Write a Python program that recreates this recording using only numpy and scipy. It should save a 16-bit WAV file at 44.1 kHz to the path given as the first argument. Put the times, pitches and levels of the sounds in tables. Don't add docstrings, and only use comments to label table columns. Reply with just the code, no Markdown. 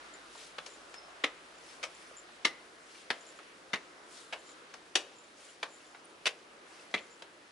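import sys
import numpy as np
from scipy import signal
from scipy.fft import rfft, irfft, next_fast_len
from scipy.io import wavfile
from scipy.ndimage import uniform_filter1d

SR = 44100
rng = np.random.default_rng(int(sys.argv[2]) if len(sys.argv) > 2 else 0)


def gain_from_db(level_db):
    decades = np.asarray(level_db, float) / 20
    return 10 ** decades


def wrap_up_sound(samples):
    columns = np.atleast_2d(samples).T
    tamed = np.clip(columns, -1, 1)
    steps = np.round(tamed * 32767).astype(np.int16)
    wavfile.write(sys.argv[1], SR, steps)


N = 331191


def along(table, hz):
    f, v = np.transpose(table)
    return np.interp(np.log(np.maximum(hz, 1)), np.log(f), v)


def curves(table):
    s, *columns = np.transpose(table)
    return [np.interp(np.arange(N) / SR, s, c) for c in columns]


def walk(rate, size):
    hold = max(int(SR / rate), 1)
    levels = np.repeat(rng.standard_normal(size // hold + 1), hold)
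    return 1.14 * uniform_filter1d(uniform_filter1d(levels, hold), hold)[:size]


def hump(hz, centre_hz, width_hz):
    return 1 / (1 + ((hz - centre_hz) / width_hz) ** 2)


def stereo_noise(size, colour, alike):
    hz = np.arange(size // 2 + 1) * SR / size
    mid, side = rfft(rng.standard_normal((2, size)))
    likeness = np.clip(along(alike, hz), 0, 1)
    mid, side = mid * np.sqrt(1 + likeness), side * np.sqrt(1 - likeness)
    return gain_from_db(along(colour, hz)) * np.array([mid + side, mid - side]), hz


def bands(spectrum, hz, size):
    for centre in 42 * 2 ** np.arange(0, 8.5, .5):
        away = np.clip(2 * np.log2(np.maximum(hz, 1) / centre), -1, 1)
        yield centre, irfft(spectrum * np.cos(np.pi / 2 * away) ** 2, size)


def wash(colour, alike, swell_db, flicker_db, flicker_rate, bass_db=0):
    size = next_fast_len(N)
    swell = swell_db * walk(1.64, N)
    out = 0
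    for centre, band in bands(*stereo_noise(size, colour, alike), size):
        flicker = flicker_db * walk(flicker_rate, N)
        out = out + band[:, :N] * gain_from_db(swell + flicker + bass_db * (centre < 600))
    return out / np.sqrt(np.mean(out ** 2))


def town():
    # (time [s], hiss level [dB])
    hiss_course = [(0.0, -56), (0.3, -58.5), (1.09, -58.5), (1.53, -59), (1.75, -58.5), (3.14, -61),
                   (4.8, -61), (5.5, -60.5), (7.51, -60.5)]
    # (frequency [Hz], density [dB per Hz])
    town_colour = [(25, -34), (60, -18.5), (130, -19.5), (240, -9.5), (320, -2), (400, -3.5), (520, -3.5),
                   (800, -7), (1300, -4.5), (2500, -11), (5000, -19), (9500, -29.5), (11500, -22)]
    # (frequency [Hz], left-right likeness [0-1])
    town_alike = [(60, 0.62), (270, 0.94), (570, 0.57), (1200, 0.03), (2500, 0.04), (5300, .45),
                  (11000, 0.3)]
    hiss_db, = curves(hiss_course)
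    drone_db = -60.5 + 0.22 * (hiss_db - hiss_db.mean())
    return wash(town_colour, town_alike, 0.83, 1.36, 9, drone_db - hiss_db) * gain_from_db(hiss_db + 5.0)


def hum():
    # (frequency [Hz], level [dB], change [dB/s])
    hum_lines = [
        (50, -77, -2.5),
        (101, -102, 2.5),
        (165, -80, 0),
    ]
    t = np.arange(N) / SR
    out = np.zeros(N)
    for hz, db, db_per_s in hum_lines:
        level_db = db + db_per_s * t - 2.0 + 1.2 * walk(4.1, N)
        phase = 2 * np.pi * hz * t + 1.06 * walk(2.44, N)
        out += np.sqrt(2) * gain_from_db(level_db) * np.sin(phase)
    return out


def whistle(rows, rough_db):
    first, last = rows[0], rows[-1]
    fade_in, fade_out = (first[0] - .004, first[1], -110), (last[0] + .004, last[1], -110)
    hz, db = curves([fade_in] + list(rows) + [fade_out])
    hz = hz * (1 + 0.0051 * walk(270, N))
    return np.sqrt(2) * gain_from_db(db + rough_db * walk(150, N)) * np.sin(2 * np.pi * np.cumsum(hz) / SR)


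def bird():
    # (time [s], pitch [Hz], level [dB])
    chips = [
        [(6.042, 9700, -77), (6.045, 8900, -61), (6.048, 8500, -61), (6.052, 9300, -58), (6.056, 9900, -54),
         (6.06, 10200, -74)],
        [(6.07, 9200, -74), (6.095, 9600, -73), (6.115, 9700, -74)],
        [(2.02, 9200, -73), (2.034, 9300, -69)],
        [(2.072, 9900, -73), (2.083, 9400, -64), (2.095, 9400, -70)],
    ]
    return sum(whistle(rows, rough_db=2.5) for rows in chips)


def swings():
    # (time [s], level [dB], back swing level [dB])
    arm_swings = [
        (.42, -63.5, -71),
        (1.71, -66.5, -71.5),
        (2.96, -66.5, -71),
        (4.18, -65, -73.5),
        (5.46, -67.5, -73.5),
        (6.77, -68, -77),
    ]
    t = np.arange(N) / SR
    power = gain_from_db(-73.5 - .5 * t) ** 2
    for s, db, back_db in arm_swings:
        power = power + gain_from_db(db) ** 2 * np.exp(-((t - s) / 0.068) ** 2)
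        power = power + gain_from_db(back_db) ** 2 * np.exp(-((t - s - 0.3) / .12) ** 2)
    return np.sqrt(power)


def jacket():
    # (frequency [Hz], density [dB per Hz])
    cloth_colour = [(300, -26), (1000, -13.5), (2800, -5.5), (5000, -6.5), (8000, -9), (11500, -12.5)]
    grain = gain_from_db(1.35 * walk(700, N))
    cloth = wash(cloth_colour, [(300, 0.89), (2000, 0.99), (10000, 0.25)], 0.24, 1.8, 25) * grain
    return cloth * swings() * gain_from_db(10.0 + np.array([[1.1], [-1.1]]))


def slips():
    # (time [s], length [s], first slip level [dB], change [dB per slip])
    creaks = [(0.138, .036, -46.5, -8), (0.377, .004, -53, -5), (.702, .072, -54.5, -1),
              (1.556, .004, -65, -3), (1.583, .004, -59, -3), (1.949, .012, -52.5, -9),
              (2.171, .046, -45, -3), (3.209, .024, -53, -5), (3.269, .034, -51, -2), (3.364, .02, -62, 2),
              (4.036, .016, -66, -3), (4.126, .004, -64, -5), (4.153, .012, -57, -4),
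              (4.395, .018, -57, -2), (4.444, .032, -61, 2), (4.499, .024, -52, -2), (5.16, .014, -66, 5),
              (5.188, .036, -53.5, -6), (5.241, .004, -58, -3), (5.451, .004, -56, -3),
              (5.487, .032, -57, -1.5), (5.692, .034, -62, .7), (5.737, .044, -56, -1),
              (5.867, .004, -59, -3), (5.912, .004, -60, -3), (7.008, .056, -60, -3),
              (7.109, .04, -56.5, -1)]
    gap_s, most = .0105, 8
    s, length, db, change_db = np.transpose(creaks)[:, :, None]
    jitter, scatter = rng.standard_normal((2, len(creaks), most))
    k = np.arange(most)
    inside = k * gap_s <= length
    later = k > 0
    times = s + gap_s * (k + .2 * jitter * later)
    levels_db = db + change_db * k + 2.5 * scatter * later
    return times[inside], levels_db[inside]


def strap():
    # (pitch ratio [1], level [dB])
    resonances = [
        (1.001, -2),
        (.985, -5),
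        (.955, -24),
        (1.045, -12),
        (0.43, -19),
    ]
    main_hz, slip_s = 7210, 0.0036
    s, db = slips()
    ratio, share_db = np.transpose(resonances)
    t = np.arange(-300, 900) / SR
    shape = np.exp(-(t / slip_s) ** 8) + 0.5 * (t > 0) * np.exp(-t / 0.027)
    out = np.zeros(N + 900)
    for start, gain in zip(s, gain_from_db(db - 2.5)):
        drift, phase = rng.standard_normal((2, len(ratio)))
        hz = main_hz * ratio * (1 + 0.0052 * drift)
        tone = gain_from_db(share_db) @ np.sin(2 * np.pi * (hz[:, None] * t + phase[:, None]))
        i = int(start * SR) - 300
        out[i:i + 1200] += gain * shape * tone
    return out[:N] * gain_from_db(np.array([[1.2], [-1.2]]))


def rubber():
    # (time [s], pitch [Hz], level [dB])
    squeals = [
        [(.958, 5290, -59), (.968, 5280, -62), (.986, 5250, -51), (.998, 5160, -64), (1.015, 5230, -67),
         (1.045, 5270, -63), (1.078, 5250, -69)],
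        [(1.675, 5300, -68), (1.69, 5280, -58), (1.705, 5250, -68)],
    ]
    return sum(whistle(rows, rough_db=3) for rows in squeals)


def taps():
    # (time [s], level [dB], pitch [Hz], time to fall 60 dB [s])
    small_taps = [(0.351, -48, 950, .05), (1.083, -47, 700, .04), (1.086, -51, 1050, .04),
                  (2.113, -44.5, 540, 0.045), (2.95, -53, 2330, .06), (2.952, -52, 2850, .06),
                  (3.389, -49, 1730, .06), (5.488, -51, 2900, .05), (5.803, -53, 2700, .04),
                  (5.852, -56, 3500, 0.045), (6.794, -50, 2600, .04)]
    t, out = np.arange(4000) / SR, np.zeros(N)
    for s, db, hz, t60 in small_taps:
        pair = np.sin(2 * np.pi * hz * t) + 0.46 * np.sin(2 * np.pi * 1.13 * hz * t)
        i = int(s * SR)
        out[i:i + 4000] += gain_from_db(db - 60 * t / t60) * (1 - np.exp(-t / .001)) * pair
    return out


def contacts(size, roll):
    chance = rng.random(size)
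    hits = (chance < 300 / SR) * gain_from_db(4.1 * rng.standard_normal(size))
    hits[[0, int(roll * SR)]] = 1.34
    return 1.5 + signal.lfilter([1], [1, -np.exp(-1 / (0.0011 * SR))], hits)


def footfall(parts_db, tread, pan_db, roll_ms, shape):
    # (frequency [Hz], density [dB per Hz])
    slap_colour = [(60, -18), (150, -17), (470, -4), (900, -8), (1500, -7.5), (2200, -4.5), (3500, -6),
                   (5800, -14), (9600, -27.5), (11500, -26.5)]
    # (frequency [Hz], left-right likeness [0-1])
    step_alike = [(100, 0.98), (500, 0.95), (1200, 0.69), (5000, 0.65), (11000, 0.35)]
    # (frequency [Hz], share of the lean to the left [1])
    lean_share = [(100, .05), (1000, 0.48), (3000, 0.77), (10000, 1.6)]
    # (frequency [Hz], factor on the early echo time [1])
    linger = [(100, 0.61), (500, 1.84), (1200, 1.02), (2500, 0.92), (5000, 0.87), (10000, 1.23)]
    # (frequency [Hz], stairwell tail level [dB])
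    tail_colour = [(150, -1), (550, 10.5), (1300, 9.5), (3000, 4), (8000, 2.5)]
    part_edges = [400, 1400, 4500]
    slap_hz, thud_hz, knock_hz, echo_hz, ring_db = tread
    t60, tail_db, landing_db = shape
    size = 10240
    t, roll = np.arange(size) / SR, max(roll_ms, .2) / 1000
    spectrum, hz = stereo_noise(size, slap_colour, step_alike)
    shoe = 6.0 * hump(hz, slap_hz, 900) + 13.0 * hump(hz, thud_hz, 60)
    shoe = shoe + ring_db * hump(hz, 2052, 110) + 5.8 * hump(hz, knock_hz, 53)
    shoe = shoe + 2.83 * walk(1600, len(hz))
    lean = pan_db * along(lean_share, hz) * np.array([[.5], [-.5]])
    clumps = contacts(size, roll)
    landing = gain_from_db(landing_db * np.maximum(1 - t / roll, 0))
    late = np.maximum(t - roll - .002, 0)
    snap = 1.47 * gain_from_db(-60 * late / 0.047)
    parts = np.zeros((4, 2, size))
    for centre, band in bands(spectrum * gain_from_db(shoe + lean), hz, size):
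        power = band ** 2
        local = uniform_filter1d(power, int(8 * SR / centre) + 90)
        band = band * (power.mean(axis=1, keepdims=True) / local) ** 0.26
        rise = 1 - np.exp(-t / (.00015 + 0.6 / centre))
        early = gain_from_db(-60 * late / (t60 * along(linger, centre))) + snap
        tail = gain_from_db(tail_db + along(tail_colour, centre) - 60 * t / 0.86)
        sharp = clumps ** min(centre / 900, 1)
        parts[np.searchsorted(part_edges, centre)] += band * rise * (landing * early * sharp + tail)
    echo = irfft(spectrum * gain_from_db(lean) * hump(hz, echo_hz, 75), size)
    parts[2] += echo * (1 - np.exp(-t / 0.0069)) * gain_from_db(tail_db + 26.5 - 60 * t / 0.25)
    start_level = np.sqrt(np.mean(parts[:, :, :600].mean(axis=1) ** 2, axis=1))
    whole = np.tensordot(gain_from_db(np.array(parts_db)) / start_level, parts, 1)
    return whole * np.hanning(2 * size)[size:] ** 0.19


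def steps():
    # (time [s], slap level [dB], thud level [dB], grit level [dB], roll [ms])
    soles = [(0.582, -42.5, -66, -55, 2.9), (1.2379, -26, -39.5, -41.5, 3.45),
             (1.829, -37.5, -64, -43, 10.1), (2.448, -23.5, -41.5, -33, 4.7),
             (3.1025, -30.5, -48, -42, 2.07), (3.7326, -30.5, -46.5, -44, 5.1),
             (4.325, -38.5, -62, -51.5, 9.5), (4.9538, -25, -41.5, -29, 2.6),
             (5.6283, -35.5, -56, -47, 2.2), (6.2559, -29, -62, -37, 13.3),
             (6.9404, -28, -42.5, -46.5, 0.92)]
    # (slap [Hz], thud [Hz], knock [Hz], flutter [Hz], ring level [dB])
    sole_treads = [(1510, 200, 570, 2900, -14), (1960, 317, 526, 1240, 4.5), (2970, 280, 1360, 2400, 3),
                   (3350, 323, 1200, 2020, 13), (1940, 263, 760, 3120, 2), (2220, 190, 920, 2610, 8),
                   (2210, 220, 686, 1540, -2), (3360, 350, 580, 2850, -4.5), (1510, 320, 910, 1550, -10),
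                   (3070, 330, 566, 2700, 1), (2600, 204, 575, 2200, 7)]
    # (time [s], slap level [dB], knock level [dB], grit level [dB], slap [Hz])
    scuffs = [(0.352, -69, -54.5, -69, 1510), (0.662, -50.5, -55, -49.5, 2910),
              (0.9405, -52, -53, -55.5, 1690), (2.2887, -65, -58, -80, 1510),
              (3.3885, -56.5, -52, -67, 1670), (4.49, -62, -69, -63, 1510),
              (4.7387, -52.5, -51.5, -55, 1510), (5.9475, -56.5, -53.5, -72, 1770),
              (6.9117, -69, -82, -66, 1510), (6.9775, -44.5, -66, -66, 2900), (6.988, -56, -72, -60, 2490),
              (7.2213, -50.5, -51, -57.5, 3590)]
    # (thud [Hz], knock [Hz], flutter [Hz], ring level [dB])
    scuff_tread = (310, 760, 2300, 2)
    # (time for the echo to fall 60 dB [s], tail level [dB], first touch level [dB])
    sole_shape = (.135, -21, -4)
    # (time for the echo to fall 60 dB [s], tail level [dB], first touch level [dB])
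    scuff_shape = (0.14, -23, 0)
    falls = []
    for (s, slap, thud, grit, roll_ms), tread in zip(soles, sole_treads):
        knock = -36.5 + 0.66 * (slap + 31) - 2 * (tread[0] - 2300) / 1000
        falls.append((s, (thud, knock, slap, grit), roll_ms, tread, sole_shape))
    for s, slap, knock, grit, slap_hz in scuffs:
        falls.append((s, (knock - 22, knock, slap, grit), 1.6, (slap_hz, *scuff_tread), scuff_shape))
    out = np.zeros((2, N + SR))
    for s, parts_db, roll_ms, tread, shape in falls:
        pan_db = 4 + 0.17 * (parts_db[3] - parts_db[2])
        sound = footfall(parts_db, tread, pan_db, roll_ms, shape)
        i = int(s * SR)
        out[:, i:i + sound.shape[1]] += sound
    return signal.sosfilt(signal.butter(3, 92, "high", fs=SR, output="sos"), out[:, :N])


def scene():
    behind = town() + hum() + bird()
    climber = jacket() + strap() + rubber() + taps() + steps()
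    return behind + climber


def band_limit(x):
    return signal.sosfilt(signal.butter(12, 11850, fs=SR, output="sos"), x)


def record(dry):
    treble_cut = signal.ellip(12, .3, 38, 10980, fs=SR, output="sos")
    mix = signal.sosfilt(treble_cut, dry)
    return band_limit(mix)


dry = scene()
out = record(dry)
wrap_up_sound(out)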